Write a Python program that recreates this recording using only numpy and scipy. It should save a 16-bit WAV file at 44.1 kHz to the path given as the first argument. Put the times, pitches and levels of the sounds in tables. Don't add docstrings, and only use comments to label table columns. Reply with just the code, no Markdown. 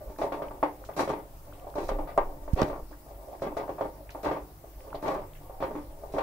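import sys
import numpy as np
from scipy import signal
from scipy.io import wavfile
from scipy.ndimage import uniform_filter1d

SR = 44100
rng = np.random.default_rng(int(sys.argv[2]) if len(sys.argv) > 2 else 0)


def waveform_to_disk(signal):
    frames = np.transpose(np.atleast_2d(signal))
    scaled = np.clip(frames, -1, 1) * 32767
    samples = np.round(scaled).astype(np.int16)
    wavfile.write(sys.argv[1], SR, samples)


N = 274302

# (frequency [Hz], likeness [0 to 1])
LIKENESS = [(100, 0.77), (500, 0.97), (900, 0.25), (1300, 0.0), (16000, 0)]
# (frequency [Hz], left-right difference [dB])
LEFT_LEAN = [(100, 5.5), (550, -2.5), (900, 3), (1800, 3.5), (3000, -1), (10000, 6)]
PLACES = 8


def from_db(db):
    return 10 ** (np.asarray(db) / 20)


def rms_one(x):
    return x / np.sqrt(np.mean(x ** 2) + 1e-20)


def filtered(x, order, hz, kind):
    return signal.sosfilt(signal.butter(order, hz, kind, fs=SR, output="sos"), x)


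def in_time(rows):
    s, *columns = np.transpose(rows)
    return [np.interp(np.arange(N) / SR, s, c) for c in columns]


def at_hz(points, hz):
    points = np.array(points)
    return np.interp(np.log(hz), np.log(points[:, 0]), points[:, 1])


def lean(db):
    return from_db(np.array([[db / 2], [-db / 2]]))


def drift(rate_hz):
    r = np.exp(-80 * np.pi * rate_hz / SR)
    white = rng.standard_normal(N // 40 + 2002)
    slow = signal.lfilter([1], [1, -2 * r, r * r], white)[2000:]
    return np.interp(np.arange(N) / 40, np.arange(len(slow)), rms_one(slow))


def evened(x, seconds):
    power = uniform_filter1d(x ** 2, round(seconds * SR))
    return x / np.sqrt(power + 0.45 * np.mean(x ** 2))


def ring(x, hz, t60, phase=0):
    r, w = from_db(-60 / (t60 * SR)), 2 * np.pi * hz / SR
    start = [np.sin(phase), r * np.sin(w - phase)]
    return signal.lfilter(start, [1, -2 * r * np.cos(w), r * r], x + 1e-18)


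def grains(per_s, spread_db):
    sizes = from_db(spread_db * np.minimum(rng.exponential(1, N), 3.5)) * rng.choice([-1, 1], N)
    return rms_one(sizes * (rng.random(N) < per_s / SR))


def coloured(x, low_db, upper_db, top_db):
    range_edges_hz = [450, 1050, 2200]
    under = [filtered(x, 2, hz, "low") for hz in range_edges_hz]
    low, middle, upper, top = under[0], under[1] - under[0], under[2] - under[1], x - under[2]
    return from_db(low_db) * low + middle + from_db(upper_db) * upper + from_db(top_db) * top


def stereo_bands(size, spectrum, leaning, shape):
    out, edges = 0, 56 * 2 ** (np.arange(26) / 3)
    white = rng.standard_normal((2, 2, size + SR // 10))
    for k, (low, high) in enumerate(zip(edges, edges[1:])):
        mid, side = filtered(white[k % 2], 2, [low, high], "band")[:, -size:]
        hz = np.sqrt(low * high)
        alike = np.clip(at_hz(LIKENESS, hz), -1, 1)
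        pair = np.sqrt(1 + alike) * mid + np.sqrt(1 - alike) * side * [[1], [-1]]
        out = out + from_db(at_hz(spectrum, hz)) * lean(at_hz(leaning, hz)) * shape(hz) * pair
    return out


def floor():
    # (frequency [Hz], density [dB per Hz])
    hiss_spectrum = [(35, -30), (60, 7.5), (192, -13.5), (299, -0.5), (466, -16), (692, -8), (1560, -18),
                     (3370, -25.5), (5900, -22), (6630, -26), (15700, -19.5)]
    # (frequency [Hz], left-right difference [dB])
    hiss_lean = [(60, 0), (13000, 0), (15600, 8)]
    hiss = stereo_bands(N, hiss_spectrum, hiss_lean, lambda hz: from_db(1.6 * drift(9)))
    return from_db(-54.5) * rms_one(hiss)


def buzz():
    # (frequency [Hz], level per line [dB rms])
    whine_spectrum = [(7400, -87), (11000, -84.5), (13000, -87), (15700, -79)]
    base_hz, first, step, last = 59.997, 125, 9, 260
    paired_from, pair_db = 240, -4
    spit_db = -68
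    turn = 2 * np.pi * base_hz * np.arange(N) / SR
    lines = 0
    for k in range(first, last + 1, step):
        below = from_db(pair_db) * np.cos((k - 1) * turn) * (k > paired_from)
        height = np.sqrt(2) * from_db(at_hz(whine_spectrum, k * base_hz))
        lines = lines + height * (np.cos(k * turn) + below)
    gate = (.5 + .5 * np.cos(step * turn)) ** 24
    spit = filtered(gate * rng.standard_normal(N), 2, 13500, "high")
    return (lines + from_db(spit_db) * rms_one(spit)) * from_db([[5], [-12]])


def throb():
    # (multiple of the turning rate, level [dB rms])
    orders = [(1, -71), (2, -53), (4, -63), (5, -69.5), (6, -66)]
    turning_hz = 24.3 * (1 + 0.00877 * drift(0.512))
    turn = 2 * np.pi * np.cumsum(turning_hz) / SR
    return sum(-np.sqrt(2) * from_db(db + 4.8 * drift(9.7)) * np.cos(k * turn) for k, db in orders)


def sway():
    # (time [s], level [dB])
    sway_curve = [(0.0, -52), (.6, -47), (.8, -60), (1.11, -49.5), (1.8, -47.5), (1.94, -25.5), (2.13, -44),
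                  (2.2, -33.5), (2.56, -39), (2.87, -43), (2.95, -55), (3.3, -63), (3.45, -49), (3.7, -51),
                  (4.5, -63), (5.12, -44), (5.4, -47), (6.22, -45.5)]
    noise = filtered(rng.standard_normal(N + SR), 2, [12, 26], "band")[SR:]
    return from_db(in_time(sway_curve)[0]) * evened(noise, 0.21) * lean(-0.28)


def bumps():
    # (time [s], push level [dB], time scale [s], left-right difference [dB], case tick level [dB])
    bump_rows = [(2.533, -13.5, 0.0057, -7, -44.5), (2.6188, -10.5, 0.00096, -8, -44),
                 (2.6314, -19, 0.0024, -4, -49)]
    out = np.zeros((2, N))
    for s, push_db, width, lean_db, tick_db in bump_rows:
        i = round(s * SR)
        seconds = np.arange(SR // 10) / SR
        t = seconds / width
        hump = lambda start, length: np.sin(np.pi * np.clip((t - start) / length, 0, 1)) ** 2
        push = -hump(0, 0.91) + 0.78 * hump(0.13, 2.8) - 0.037 * hump(7.1, 1.1)
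        crack = from_db(tick_db - 60 * seconds / 0.05) * rng.standard_normal((2, len(t)))
        out[:, i:i + len(t)] += from_db(push_db) * lean(lean_db) * push + crack
    return out


def ticks():
    # (time [s], peak [dB], lowest
    # frequency [Hz], highest frequency [Hz], t60 of the puff [s])
    tick_rows = [(.162, -44, 880, 1900, .01), (0.484, -41, 2010, 3100, 0.015),
                 (0.84, -34.5, 700, 1740, 0.014), (0.85, -43.5, 1970, 7350, 0.17),
                 (.935, -51, 2200, 3600, .03), (1.525, -39.5, 800, 1480, 0.0069),
                 (1.533, -49, 1900, 3840, 0.19), (1.597, -50, 2100, 3200, 0.014),
                 (1.701, -49, 3000, 5500, 0.011), (1.74, -34, 750, 1550, 0.016),
                 (2.177, -33.5, 4000, 9700, 0.0078), (2.617, -19.5, 1310, 6400, 0.012),
                 (2.631, -25, 1200, 5070, 0.0088), (2.928, -43, 900, 1690, 0.099),
                 (3.351, -48, 1100, 2130, 0.022), (3.397, -44, 900, 2000, 0.0072),
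                 (4.092, -36.5, 700, 2540, 0.092), (4.105, -39.5, 1990, 6860, 0.047),
                 (4.118, -47, 1500, 5600, 0.13), (4.806, -47, 1500, 2900, .012),
                 (4.904, -50, 1700, 3000, 0.019), (4.929, -28, 700, 1450, 0.015),
                 (4.95, -44.5, 2800, 4970, 0.13), (5.081, -36.5, 3620, 6400, 0.016),
                 (5.335, -43, 1700, 3700, 0.0049), (5.351, -48, 1480, 3200, 0.19),
                 (5.372, -50, 1700, 3400, 0.01), (5.518, -53, 1800, 3370, .012)]
    out = np.zeros((2, N))
    t = np.arange(SR // 10) / SR
    for s, peak_db, low_hz, high_hz, t60 in tick_rows:
        i = round(s * SR)
        puff = from_db(-60 * t / max(t60, .003)) * rng.standard_normal((2, len(t)))
        puff[:, 0] += 6.0
        puff = filtered(puff, 4, [low_hz, high_hz], "band")
        out[:, i:i + len(t)] += from_db(peak_db) * puff / abs(puff).max()
    return out


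def rasp():
    # (time [s], length before the decay [s], level [dB])
    scrapes = [(0.182, 0.069, -54.5), (0.32, 0.025, -67), (0.963, 0.028, -46), (0.993, 0.034, -45.5),
               (1.036, 0.074, -61), (1.09, 0.027, -55), (1.753, 0.12, -56), (1.882, 0.014, -50),
               (2.552, 0.14, -58), (3.415, 0.016, -53.5), (3.566, 0.014, -55), (4.229, 0.045, -53),
               (5.021, 0.13, -57), (5.604, 0.035, -72), (6.12, 0.063, -58.5)]
    # (frequency [Hz], width [Hz], relative level [dB])
    edge_modes = [(1900, 420, -4), (2530, 270, 7), (3280, 160, -13), (4080, 230, 7), (4830, 340, 6.5),
                  (5600, 370, 7), (6040, 270, 4.5), (7020, 310, 4.5), (7930, 810, 2.5), (9040, 860, 1),
                  (11000, 1200, -6)]
    rise_s, t60_s, slips_per_s = 0.0025, 0.13, 2500
    t, level = np.arange(N) / SR, np.zeros(N)
    for s, length, db in scrapes:
        fall_db = 60 * np.clip(t - s - length, 0, 1) / t60_s
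        level += from_db(db - fall_db) * np.clip((t - s) / rise_s, 0, 1)
    slips = np.array([grains(slips_per_s, spread_db=1.5) for _ in range(2)])
    slips = slips * from_db(1.9 * drift(36.0))
    rung = 0
    for hz, width, db in edge_modes:
        t60 = np.log(1000) / (np.pi * max(width, 120))
        rung = rung + from_db(db) * rms_one(ring(slips, hz, t60))
    return level * rms_one(rung)


def thud(force):
    return from_db(-3.5) * filtered(force.sum(axis=0), 2, [45, 189], "band") * lean(-4.0)


def clonk(force):
    # (frequency [Hz], level [dB], t60 [s])
    swings = [(640, -17, 0.022), (1050, -21, 0.011), (1600, -31, 0.009)]
    t = np.arange(SR // 20) / SR
    swing = sum(-from_db(db) * lean(at_hz(LEFT_LEAN, hz)) * ring(t == 0, hz, t60) for hz, db, t60 in swings)
    rounding = 1 - np.exp(-(t / .0005) ** 2)
    return signal.fftconvolve(force[None], swing * rounding, axes=1)[:, :N]


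def pan_response():
    mode_hz = [296, 332, 385, 427, 515, 555, 590, 640, 687, 745, 800, 880, 922, 1007, 1115, 1184, 1390,
               1480, 1575, 1660, 1870, 2050, 2320]
    # (relative level [dB], t60 [s])
    mode_rows = [(3.5, 0.23), (-0.5, 0.25), (1.5, 0.18), (1, 0.17), (-0.5, 0.25), (11, 0.11), (1.5, 0.2),
                 (-6, 0.043), (1, 0.08), (1, 0.19), (5.5, 0.15), (9.5, 0.06), (1.5, 0.23), (-11, 0.042),
                 (4.5, 0.086), (2, 0.13), (-11.5, 0.1), (-6.5, 0.1), (-8, 0.13), (-12, 0.07), (-14.5, 0.16),
                 (-24, 0.068), (-4, 0.027)]
    # (frequency [Hz], density [dB per Hz])
    dense_spectrum = [(150, 3), (250, -12.5), (300, 0), (400, -1), (600, 0.5), (950, 2.5), (1400, -18),
                      (1900, -11.5), (2600, -19.5), (4000, -24.5), (8000, -42.5), (15000, -46)]
    # (frequency [Hz], t60 [s])
    dense_t60 = [(150, 0.85), (700, 0.27), (2000, 0.22), (8000, 0.033)]
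    place_db = 3
    dense_db = -3
    early_db, early_t60_s = 4, 0.08
    spread_s = 0.004
    size = SR // 2
    t, click = np.arange(size) / SR, np.arange(size) == 0
    modes = np.zeros((2, size))
    chances = rng.standard_normal((len(mode_rows), 3))
    for hz, (level_db, t60), (strength, side, sign) in zip(mode_hz, mode_rows, chances):
        apart = np.sign(side) * np.arccos(np.clip(at_hz(LIKENESS, hz), -1, 1)) / 2
        pair = [ring(click, hz, t60, phase=p) for p in (-apart, apart)]
        modes += np.sign(sign) * from_db(level_db + place_db * strength) * lean(at_hz(LEFT_LEAN, hz)) * pair

    def decay(hz):
        t60 = at_hz(dense_t60, hz)
        return from_db(-60 * t / t60) / np.sqrt(t60)

    dense = stereo_bands(size, dense_spectrum, LEFT_LEAN, decay)
    both = rms_one(modes) + from_db(dense_db) * rms_one(dense)
    both *= 1 + from_db(early_db - 60 * t / early_t60_s)
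    both *= 1 - np.exp(-t / spread_s)
    both = filtered(both, 3, 230, "high")
    return both / np.sqrt(np.sum(both ** 2) / 2)


def pan(force):
    return sum(signal.fftconvolve(f[None], pan_response(), axes=1)[:, :N] for f in force)


def drag():
    # (time [s], level [dB], favoured pitch [Hz])
    drag_curve = [(0.0, -48.5, 587), (.08, -42.5, 600), (.16, -63, 597), (.4, -41.5, 656), (.8, -55.5, 710),
                  (1.3, -53, 724), (1.42, -64, 536), (1.47, -51, 543), (1.55, -55.5, 624),
                  (1.63, -46.5, 696), (1.72, -52, 550), (2.0, -45, 600), (2.3, -46, 765), (2.5, -54.5, 606),
                  (2.7, -50, 560), (2.86, -76, 656), (3.0, -64, 600), (3.13, -51.5, 686), (3.65, -51, 584),
                  (3.95, -53, 604), (4.31, -58, 754), (4.6, -62, 720), (4.75, -56.5, 580), (4.82, -54, 666),
                  (4.91, -45.5, 670), (5.0, -54, 590), (5.08, -37, 560), (5.26, -57, 700),
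                  (5.4, -55.5, 840), (5.67, -45, 720), (5.87, -58.5, 635), (5.97, -50.5, 617),
                  (6.06, -48, 575), (6.22, -53, 623)]
    slips_per_s, waver_db = 1000, 2
    upper_db = -3
    firm_db, thinning = -55.5, 0.49
    furrow_db, furrow_width_hz = -2, 130
    level_db, pitch_hz = in_time(drag_curve)
    bright_db = upper_db + thinning * (firm_db - level_db)
    slips = coloured(grains(slips_per_s, spread_db=1.5), 0, bright_db, bright_db)
    furrow, state = np.zeros(N), np.zeros(2)
    r = np.exp(-np.pi * furrow_width_hz / SR)
    b = [(1 - r * r) / 2, 0, (r * r - 1) / 2]
    for i in range(0, N, 256):
        a = [1, -2 * r * np.cos(2 * np.pi * pitch_hz[i] / SR), r * r]
        furrow[i:i + 256], state = signal.lfilter(b, a, slips[i:i + 256], zi=state)
    travel = np.arange(N) / SR / .12
    away = [abs((travel - k + PLACES / 2) % PLACES - PLACES / 2) for k in range(PLACES)]
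    share = np.clip(1 - np.array(away), 0, 1) ** .5
    return from_db(level_db + waver_db * drift(9.1)) * (slips + from_db(furrow_db) * furrow) * share


def blade():
    # (time [s], knock [dB], judder [dB], low range [dB], upper range [dB], top range [dB])
    contacts = [(.097, -18, -61, 12.5, 0, 5), (.187, -6.5, -28, 4.5, 1.5, -2),
                (.216, 2.5, -29.5, -5, -3, 3), (.234, 1, -37, 3, -9, -8), (.264, -7, -39.5, 4, 3, -5),
                (.321, -4.5, -36.5, 5.5, 6, 8), (.343, -8, -40, 4, 6.5, 4), (.42, -6, -38, 6.5, 5, 4),
                (.509, -17, -50, 6.5, 11.5, 6), (.628, 6, -30, 0.5, 8, 3), (.889, -9, -39.5, -3, 4.5, -2),
                (.966, -12, -30.5, 14.5, 9.5, 8), (.993, -2, -37.5, 8, 9, 14), (1.007, 0, -31, 8, 7, 3),
                (1.031, -6, -40, 10, 4, 7), (1.076, -5.5, -29.5, 9, 3, 7.5), (1.1, -3, -34, 8, 8.5, -1),
                (1.13, -2.5, -41, -4, -4, 3), (1.163, -22, -43, 7.5, 8.5, 1),
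                (1.668, -10, -41.5, -27, -23, -6), (1.755, -5, -24, 2.5, -5, -3.5),
                (1.782, -4, -33, 7.5, 3, 5), (1.83, -14, -37.5, 10.5, 0, -4),
                (1.89, -3.5, -54, 2, 7.5, 8.5), (1.914, -4.5, -36.5, 10, 2, 4),
                (1.987, -1.5, -33, 1, -1.5, -3), (2.074, -21, -45, 7, 12.5, 14),
                (2.1768, 8, -31, 0, 8, -0.5), (2.478, -10.5, -39, 0, 1.5, 0),
                (2.562, -11.5, -24, 10.5, 0, 4.5), (2.577, -7, -28, -1, 2, 8.5), (2.6, -9.5, -31, 9, 9, 6),
                (2.619, 0, -37, 9.5, 3, 9), (2.633, -9.5, -40, 12.5, 0, -8), (2.645, -11, -41, 1, -9, -8),
                (2.681, -7.5, -36, 3, -1, 2), (2.699, -6, -52, 4.5, 3, 2.5),
                (2.729, -8.5, -37.5, 0, 5, -13), (2.759, -13, -61, -3, 3, -7),
                (2.779, -17, -55, -2, -8, -7), (2.797, -16, -50, 5, -12, -10),
                (2.912, -22, -58, 10.5, 4, -10), (3.062, -21, -43, -23, -17, -8),
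                (3.108, -17, -63, -17, -24, 0), (3.215, -26, -43, -18, -20, -12),
                (3.285, -14, -56, -21, -25, -5), (3.328, -9.5, -40.5, -28, -17, -4),
                (3.42, -1.5, -23.5, 5, -1, 0.5), (3.449, -25, -32, 10, 1.5, -17),
                (3.519, -10.5, -66, -14, 0, -6), (3.568, -1.5, -27.5, 3, 3, 3.5),
                (3.61, -11, -36, 7.5, 1, -7), (3.679, -11.5, -41, -19, 4, -2),
                (3.692, -2, -36, 3, -1.5, -2.5), (3.783, -11.5, -36.5, -11, 7, 2),
                (3.809, 3.5, -27, -2.5, -2, -3), (3.852, -5, -43, 4, -4.5, -7),
                (4.148, -7, -37.5, -26, -1, -23), (4.234, -10, -30, 9, 3.5, 7.5),
                (4.246, -2, -37, 2, -3, 7), (4.259, -2.5, -34.5, 9, 10.5, 1), (4.269, -6, -33, 5, 7, 6.5),
                (4.29, -8, -29.5, 7.5, 3, -3), (4.313, -4, -34.5, 7.5, 8.5, 6),
                (4.345, -26, -34, 2, -4, -7), (4.364, -6.5, -42.5, -1, 5.5, 2.5),
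                (4.64, -17.5, -47, 4, -15, -6), (4.945, -5, -38.5, -13, -5, 1.5),
                (5.027, -11.5, -31.5, 12.5, 8.5, 6), (5.059, -9, -30, 11, 8, 10.5),
                (5.083, -3.5, -30.5, 1.5, 8, 5), (5.106, -10, -28.5, 3.5, 2, 0),
                (5.133, -12, -27.5, -3, 1, -6), (5.147, -8, -31, -3, -0.5, 0.5), (5.19, -11, -61, 0, -5, 0),
                (5.217, -16, -59, -3, 5, 5), (5.235, -20.5, -63, -5, 8, -4),
                (5.496, -12, -43, -11, -6.5, -9), (5.604, -9, -31, 9.5, 1.5, 6.5),
                (5.625, -4, -33, 8, 8.5, 6.5), (5.708, -11, -39.5, 12, 6, 1.5),
                (5.753, -13, -42.5, 15.5, 12.5, 8), (6.035, -8.5, -41.5, -23, -18, -9),
                (6.139, -8, -30, 13, 3, 3.5), (6.164, -4, -29.5, -10, 1.5, -7),
                (6.183, -2, -33, -20, 6, 10)]
    slips_per_s = 330
    hold_s, rise_s, t60_s = 0.015, 0.011, 0.16
    judder_top_db, knock_upper_db, knock_top_db = -2.5, -3, -4
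    force = np.zeros((2, PLACES, N + SR))
    slips = np.tile(evened(grains(slips_per_s, spread_db=2.5), 0.033), 2)
    t = np.arange(SR // 3) / SR
    shape = from_db(-60 * np.maximum(t - hold_s, 0) / t60_s) * (1 - np.exp(-t / rise_s))
    for k, (s, knock_db, judder_db, low_db, upper_db, top_db) in enumerate(contacts):
        i = round(s * SR)
        judder = from_db(judder_db) * shape * slips[i:i + len(t)]
        judder = coloured(judder, low_db, upper_db, top_db + judder_top_db)
        knock = from_db(knock_db) * (t == 0)
        knock = coloured(knock, low_db, upper_db + knock_upper_db, top_db + knock_top_db)
        force[:, k % PLACES, i:i + len(t)] += [knock, judder]
    return force[..., :N]


def scene():
    knocks, judders = blade()
    slips = judders + drag()
    force = knocks + slips
    struck = (knocks + from_db(-8.5) * slips).sum(axis=0)
    background = floor() + buzz() + throb() + sway() + bumps()
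    return background + ticks() + rasp() + thud(force) + clonk(struck) + pan(force)


def record(dry):
    return signal.sosfilt(signal.ellip(16, .3, 90, 15730, fs=SR, output="sos"), dry)


dry = scene()
out = record(dry)
waveform_to_disk(out)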